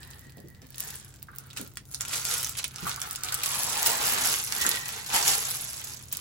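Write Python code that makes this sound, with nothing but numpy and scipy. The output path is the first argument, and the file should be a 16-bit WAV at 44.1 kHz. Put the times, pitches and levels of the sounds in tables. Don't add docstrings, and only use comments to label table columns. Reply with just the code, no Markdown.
import sys
import numpy as np
from scipy import signal
from scipy.fft import rfft, irfft, next_fast_len
from scipy.io import wavfile
from scipy.ndimage import uniform_filter1d

SR = 44100
rng = np.random.default_rng(int(sys.argv[2]) if len(sys.argv) > 2 else 0)


def unload_audio(sound):
    columns = np.transpose(np.atleast_2d(sound))
    steps = np.round(np.clip(columns, -1, 1) * 32767)
    wavfile.write(sys.argv[1], SR, steps.astype(np.int16))


N = 273537
TIME = np.arange(N) / SR


# time of full strength in seconds, rise in seconds,
# hold in seconds, release in dB per second, crinkle level in dB, rubbing level in dB,
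# brightness in dB per octave.
STROKES = [(0.007, 0.16, 0.093, 36, -57, -62, 11), (0.619, 0.01, 0.0082, 120, -60.5, -68, 0),
           (0.805, 0.11, 0.091, 70.5, -44, -55.5, 3.5), (1.35, 0.1, 0.13, 76, -59.5, -64, 18),
           (1.565, 0.0096, 0.012, 160, -42.5, -54, 0.5), (1.927, 0.081, 0.015, 173, -46, -64.5, 10),
           (2.006, 0.011, 0.0072, 152, -48, -52, 9), (2.134, 0.14, 0.028, 138, -33, -48, -2.5),
           (2.3, 0.15, 0.035, 74, -30.5, -46.5, -1), (2.574, 0.01, 0.0045, 308, -33, -52.5, -4.5),
           (2.879, 0.21, 0.011, 117, -39, -45, 1.5), (3.022, 0.018, 0.015, 67, -43, -47.5, 6),
           (3.238, 0.07, 0.33, 65, -42.5, -49.5, -2.5), (4.567, 0.22, 0.17, 102, -34, -42, -1),
           (4.866, 0.057, 0.13, 282, -41.5, -49.5, -0.5), (5.146, 0.084, 0.013, 90, -26, -35.5, -5.5),
           (5.279, 0.081, 0.02, 106, -24, -36.5, -1), (5.505, 0.84, 0.0058, 35, -34, -49, 2.5),
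           (5.888, 1, 0.02, 112, -44, -56.5, 0.5), (6.121, 0.025, 0.019, 55, -44.5, -56.5, -0.5)]
RISE_DB = 23.5
# time in seconds, crinkle level in dB and
# rubbing level in dB, both before the trim below.
PEEL = [(3.452, -35, -46), (3.836, -34, -36.5), (3.875, -27.5, -33), (3.988, -36, -36.5), (4.068, -29, -34),
        (4.201, -33.5, -33.5), (4.26, -27, -33.5), (4.48, -39.5, -53.5)]
# crinkle in dB, then rubbing in dB.
PEEL_TRIM_DB = (1, -3.5)
PEEL_FADE_DB_PER_S = 251
# frequency in Hz, relative level in dB.
CRINKLE_COLOUR = [(900, 4.5), (2000, -3.5), (4000, -5), (8300, -0.5), (9400, -11.5), (10600, 6),
                  (15500, -7.5)]
# start in seconds, peak in dB, pitch in Hz.
SNAPS = [(0.1111, -35, 7100), (0.7816, -21, 11300), (0.8044, -14.5, 11700), (0.956, -22.5, 10700),
         (1.3845, -22.5, 15400), (1.509, -34.5, 3500), (1.6132, -22, 10600), (1.9458, -16.5, 7240),
         (2.0088, -13, 7100), (2.0178, -19.5, 7880), (2.2518, -13, 7900), (2.4304, -16.5, 11100),
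         (2.446, -12.5, 6000), (2.4704, -24, 10800), (2.4942, -17, 10500), (2.5536, -24, 3430),
         (2.7598, -20, 6200), (2.7835, -27.5, 4800), (2.8943, -17.5, 6470), (2.9145, -20.5, 3030),
         (2.9612, -21.5, 7940), (3.0022, -22, 10500), (3.0165, -15.5, 7200), (3.1098, -17.5, 7400),
         (3.1288, -23, 10600), (3.1588, -16.5, 7900), (3.235, -14, 8160), (3.2464, -19, 7190),
         (3.2862, -18, 3800), (3.3428, -12, 10200), (3.3488, -18, 10700), (3.4602, -10.5, 10400),
         (3.8718, -8, 10900), (4.4468, -17.5, 11000), (4.523, -10.5, 6200), (4.665, -5, 6700),
         (4.6914, -7, 10700), (4.7144, -12.5, 6060), (4.758, -20, 7620), (4.7714, -21, 3470),
         (4.883, -15.5, 10800), (5.2265, -12, 6070), (5.5039, -15, 10720), (6.126, -11.5, 15500)]
# start in seconds, peak in dB, length in seconds,
# pitch in Hz.
CRUMPLES = [(1.571, -23.5, 0.0049, 6130), (1.771, -22, 0.0017, 6900), (2.6417, -13.5, 0.0027, 5630),
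            (3.3225, -16.5, 0.0035, 5050), (3.434, -14, 0.0033, 9100), (3.86, -10, 0.0044, 10300),
            (4.6134, -14.5, 0.0072, 7040), (5.062, -22, 0.0072, 6476), (5.2785, -13.5, .008, 9550)]
# frequency in Hz, relative level in dB.
RUBBING_COLOUR = [(400, -16), (850, -5), (1080, -4.5), (1350, 1), (1900, -2), (2700, -4.5), (4500, -5),
                  (9000, -61)]
# frequency in Hz, relative level in dB.
FLUTTER_COLOUR = [(100, -10), (200, -3), (330, -6), (450, 2), (570, -8.5), (800, 1.5), (1080, -1.5),
                  (2200, -13)]
FLUTTER_DB = -3
# time in seconds,
# pitch in Hz, level in dB above the rubbing.
FILM_RESONANCE = [(0.9, 1770, -2.5), (1.28, 1402, -0.5), (3.42, 1340, 0), (3.6, 919, -2.5),
                  (3.95, 827, -1.5), (4.5, 847.3, -31), (5.2, 862, 0.5), (5.6, 867, -24)]
# start in seconds, end in seconds, level at the start in dB,
# fade in dB per second (negative swells).
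WHISTLES = [(0.05, 0.63, -69.5, -3), (4.576, 5.067, -38.5, 46)]
WHISTLE_HZ, WHISTLE_WIDTH_HZ = 1924, 120
# start in seconds, peak in dB, pitch in Hz.
FLEXES = [(1.284, -38, 1320), (1.331, -45, 1350), (2.866, -23.5, 1120), (2.974, -33.5, 1240),
          (3.324, -29, 1470), (4.649, -21, 1430)]
# start in seconds, peak in dB, pitch in Hz.
PATS = [(0.26, -50, 223), (0.371, -41.5, 245), (0.44, -42.5, 180), (0.619, -48, 216), (1.595, -36, 228),
        (1.63, -45, 160), (2.821, -31.5, 137), (4.649, -37, 286)]
ROOM_T60_S = 0.22
WANDER_PER_S = 25
# time in seconds, lag of the left
# microphone in seconds.
LEFT_LAG = [(2.0, -.00004), (4.2, .00017)]
# frequency in Hz,
# left minus right in dB before those shares.
BALANCE = [(150, 0), (700, -4.5), (1300, -1.5), (2400, -0.5), (5000, -4.5), (10000, 1.5)]
# frequency in Hz, relative level in dB.
RUMBLE_COLOUR = [(35, -18), (60, -0.5), (135, -1.5), (180, -10), (300, -15), (600, -26), (2000, -35.5),
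                 (9000, -42.5)]
RUMBLE_DB, HUM_HZ, HUM_DB = -55, 131.4, -60.5
# frequency in Hz, gain in dB; the end values carry on outwards.
PORTS = [(11500, 3), (12400, -6), (13300, -32), (14200, 12.5), (15600, 11)]
CUTOFF_HZ = 16100


def from_db(db):
    return 10 ** (np.asarray(db) / 20)


def rms_one(x):
    return x / np.sqrt(np.mean(x ** 2) + 1e-20)


def in_time(rows):
    s, *columns = np.transpose(rows)
    return [np.interp(TIME, s, column) for column in columns]


def drift(rate):
    knots = rng.standard_normal(4096)
    return np.interp(TIME * rate, np.arange(len(knots)), knots)


def pair(alike, size):
    mid, side = rng.standard_normal((2, size))
    alike = np.clip(alike, 0, 1)
    return np.sqrt(1 + alike) * mid + np.sqrt(1 - alike) * side * [[1], [-1]]


def colour(x, points, amount=1):
    hz, level_db = np.transpose(points)
    size = next_fast_len(N + 4096)
    bins_hz = np.maximum(np.arange(size // 2 + 1) * SR / size, 1)
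    gain = from_db(amount * np.interp(np.log(bins_hz), np.log(hz), level_db))
    return irfft(rfft(x, size) * gain, size)[..., :N]


def low_pass(x, order, cutoff_hz):
    return signal.sosfilt(signal.butter(order, cutoff_hz, fs=SR, output="sos"), x)


def resonate(x, hz, width_hz):
    r = np.exp(-np.pi * width_hz / SR)
    forward = np.array([1, 0, -1]) * (1 - r * r) / 2
    feedback = [1, -(1 + r * r) * np.cos(2 * np.pi * hz / SR), r * r]
    return signal.lfilter(forward, feedback, x)


def add(out, s, sound, peak_db):
    at = max(round(s * SR), 0)
    scaled = from_db(peak_db) * sound / np.abs(sound).max()
    out[:, at:at + sound.shape[1]] += scaled[:, :N - at]


def handling():
    s = np.transpose(PEEL)[0]
    outside_s = np.abs(TIME - np.clip(TIME, s[0], s[-1]))
    peel_db = np.array(in_time(PEEL)) + np.array(PEEL_TRIM_DB)[:, None]
    power = from_db(peel_db - PEEL_FADE_DB_PER_S * outside_s) ** 2
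    bright = 0
    for s, rise_s, hold_s, release, crinkle_db, rubbing_db, brightness in STROKES:
        swell_db = -RISE_DB * np.maximum(s - TIME, 0) / rise_s
        shape_db = swell_db - release * np.maximum(TIME - s - hold_s, 0)
        move = from_db(shape_db + np.array([[crinkle_db], [rubbing_db]])) ** 2
        power = power + move
        bright = bright + brightness * move[0]
    crinkle_db, rubbing_db = 10 * np.log10(power)
    return crinkle_db, rubbing_db, bright / power[0]


def crease(hz, width_hz, buckle_s, ring_s=0.0041, ring_db=-16, alike=0.47, lag_spread_s=.000015):
    t = np.arange(512) / SR
    buckle = (t / buckle_s) ** 2 * np.exp(2 - 2 * t / buckle_s)
    ring = from_db(ring_db) * np.exp(-t / ring_s)
    left, right = resonate(pair(alike, len(t)) * (buckle + ring), hz, width_hz)
    lag_s = lag_spread_s * rng.standard_normal()
    return np.array([left, np.interp(t - lag_s, t, right, left=0, right=0)])


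def grains(per_s, spread_db, size):
    chance, strength, sign = rng.random((3, size))
    size_db = spread_db * np.minimum(-np.log(1 - strength), 4)
    return (chance < per_s / SR) * from_db(size_db) * np.sign(sign - .5)


def crinkle(level_db, brightness_db, per_s, spread_db, clump_db, stiff_db, count=28):
    effort_db = level_db + 40
    rate = per_s * from_db(0.66 * effort_db + clump_db * drift(90))
    out = 0
    for hz in np.geomspace(3000, 14000, count):
        voice = rms_one(crease(hz, width_hz=2460, buckle_s=0.00047))
        tilt_db = (stiff_db * effort_db - brightness_db) * np.log2(7000 / hz)
        clicks = grains(rate / count, spread_db, N) * from_db(tilt_db)
        out = out + signal.oaconvolve(clicks[None], voice, axes=1)[:, :N]
    out = colour(out, CRINKLE_COLOUR)
    power = uniform_filter1d(np.mean(out ** 2, axis=0), size=2200)
    return from_db(level_db) * out / np.sqrt(np.abs(power) + 1e-3 * power.mean())


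def stray_ticks(peak_db, per_s, spread_db, count=5):
    out = 0
    for hz in np.geomspace(5000, 15000, count):
        voice = crease(hz, width_hz=9000, buckle_s=.00025)
        clicks = grains(per_s / count, spread_db, N)
        out = out + signal.oaconvolve(clicks[None], voice / np.abs(voice).max(), axes=1)[:, :N]
    return from_db(peak_db) * out


def snaps(width, buckle_s, ring_db):
    out = np.zeros((2, N))
    for s, peak_db, hz in SNAPS:
        add(out, s, crease(hz, width * hz, buckle_s, ring_db=ring_db), peak_db)
    return out


def crumples(per_s, width, count=6):
    out = np.zeros((2, N))
    t = np.arange(SR // 8) / SR
    for s, peak_db, length_s, centre_hz in CRUMPLES:
        run = 0
        for hz in centre_hz * np.geomspace(.25, np.sqrt(2), count):
            dying = 1 / (1 + (t / length_s) ** 2)
            clicks = grains(per_s, 1, len(t)) * np.sqrt(hz / centre_hz) * dying
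            voice = crease(hz, width_hz=width * hz, buckle_s=.0002)
            run = run + signal.fftconvolve(clicks[None], voice, axes=1)
        add(out, s, run, peak_db)
    return out


def friction(level_db, spectrum, rough_db, slips_per_s, alike):
    slips = pair(alike, N) * from_db(rough_db * drift(slips_per_s))
    return from_db(level_db) * rms_one(colour(slips, spectrum))


def ringing(hz, width_hz):
    shake = low_pass(pair(0.29, N) + 1j * pair(0.64, N), 2, width_hz / 2)
    turns = np.cumsum(hz * np.ones(N)) / SR
    return rms_one(np.real(shake * np.exp(2j * np.pi * turns)))


def film_resonance(rubbing_db, width_hz, rough_db, slips_per_s):
    hz, above_db = in_time(FILM_RESONANCE)
    rough = from_db(rough_db * drift(slips_per_s))
    return from_db(rubbing_db + above_db) * rms_one(ringing(hz, width_hz) * rough)


def whistles(edge_s, rough_db, slips_per_s):
    level = 0
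    for start, end, level_db, fade in WHISTLES:
        gate = np.clip(np.minimum(TIME - start, end - TIME) / edge_s, 0, 1)
        level = level + gate * from_db(level_db - fade * np.maximum(TIME - start, 0))
    rough = from_db(rough_db * drift(slips_per_s))
    return level * rms_one(ringing(WHISTLE_HZ, WHISTLE_WIDTH_HZ) * rough)


def knocks(table, damping, rise_s, dying_s, alike):
    out = np.zeros((2, N))
    t = np.arange(SR // 5) / SR
    for s, peak_db, hz in table:
        push = pair(alike, len(t)) * (1 - np.exp(-t / rise_s)) * np.exp(-t / dying_s)
        push = low_pass(push, 4, hz * (1 + 1.4 * damping))
        once = resonate(push, hz, damping * hz)
        add(out, s, resonate(once, hz, damping * hz), peak_db)
    return out


def room(x, tail_db, early_db, echo_db, echo_s, wall_hz, count=4):
    t = np.arange(SR // 3) / SR
    out = x
    places = np.array([drift(WANDER_PER_S) for _ in range(count)])
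    for share in places / np.linalg.norm(places, axis=0):
        tail = pair(0, len(t)) * from_db(-60 * t / ROOM_T60_S) * (t > .002)
        early = pair(0.047, len(t)) * np.exp(-t / 0.015) * (t > .001)
        echo = pair(0.082, len(t)) * np.exp(-np.abs(t - echo_s) / 0.00023)
        response = from_db(tail_db) * rms_one(tail) + from_db(early_db) * rms_one(early)
        response = response + from_db(echo_db) * rms_one(echo)
        response = low_pass(response, 2, min(wall_hz, 18000))
        out = out + signal.fftconvolve(share * x, response / np.sqrt(len(t)), axes=1)[:, :N]
    return out


def background():
    hum_level = from_db(HUM_DB + 0.98 * drift(17))
    hum = hum_level * rms_one(np.sin(2 * np.pi * HUM_HZ * TIME + .5 * drift(3.42)))
    return from_db(RUMBLE_DB) * rms_one(colour(pair(0.79, N), RUMBLE_COLOUR)) + hum


def scene():
    crinkle_db, rubbing_db, brightness_db = handling()
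    film = crinkle(crinkle_db, brightness_db, per_s=1350, spread_db=4.0, clump_db=3.5, stiff_db=-0.2)
    film += stray_ticks(.5 * crinkle_db - 9.5, per_s=17, spread_db=4.5)
    film += snaps(width=0.63, buckle_s=0.0004, ring_db=-12)
    film += crumples(per_s=2000, width=1.0)
    film += friction(rubbing_db, RUBBING_COLOUR, rough_db=2.0, slips_per_s=650, alike=0.033)
    film += friction(rubbing_db + FLUTTER_DB, FLUTTER_COLOUR, rough_db=4.0, slips_per_s=350, alike=0.61)
    film += film_resonance(rubbing_db, width_hz=253, rough_db=3.5, slips_per_s=200)
    film += whistles(edge_s=0.034, rough_db=1.5, slips_per_s=510)
    film += knocks(FLEXES, damping=0.39, rise_s=0.00017, dying_s=0.0084, alike=0.61)
    film += knocks(PATS, damping=1.46, rise_s=0.00033, dying_s=0.026, alike=0.78)
    left, right = room(film, tail_db=-10.5, early_db=-2.5, echo_db=-12.0, echo_s=.0085, wall_hz=7940)
    left = np.interp(TIME - in_time(LEFT_LAG)[0], TIME, left)
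    balanced = np.array([colour(left, BALANCE, 0.94), colour(right, BALANCE, -0.15)])
    return balanced + background()


def record(dry):
    through_ports = colour(dry, PORTS)
    return signal.sosfilt(signal.ellip(10, .2, 60, CUTOFF_HZ, fs=SR, output="sos"), through_ports)


dry = scene()
out = record(dry)
unload_audio(out)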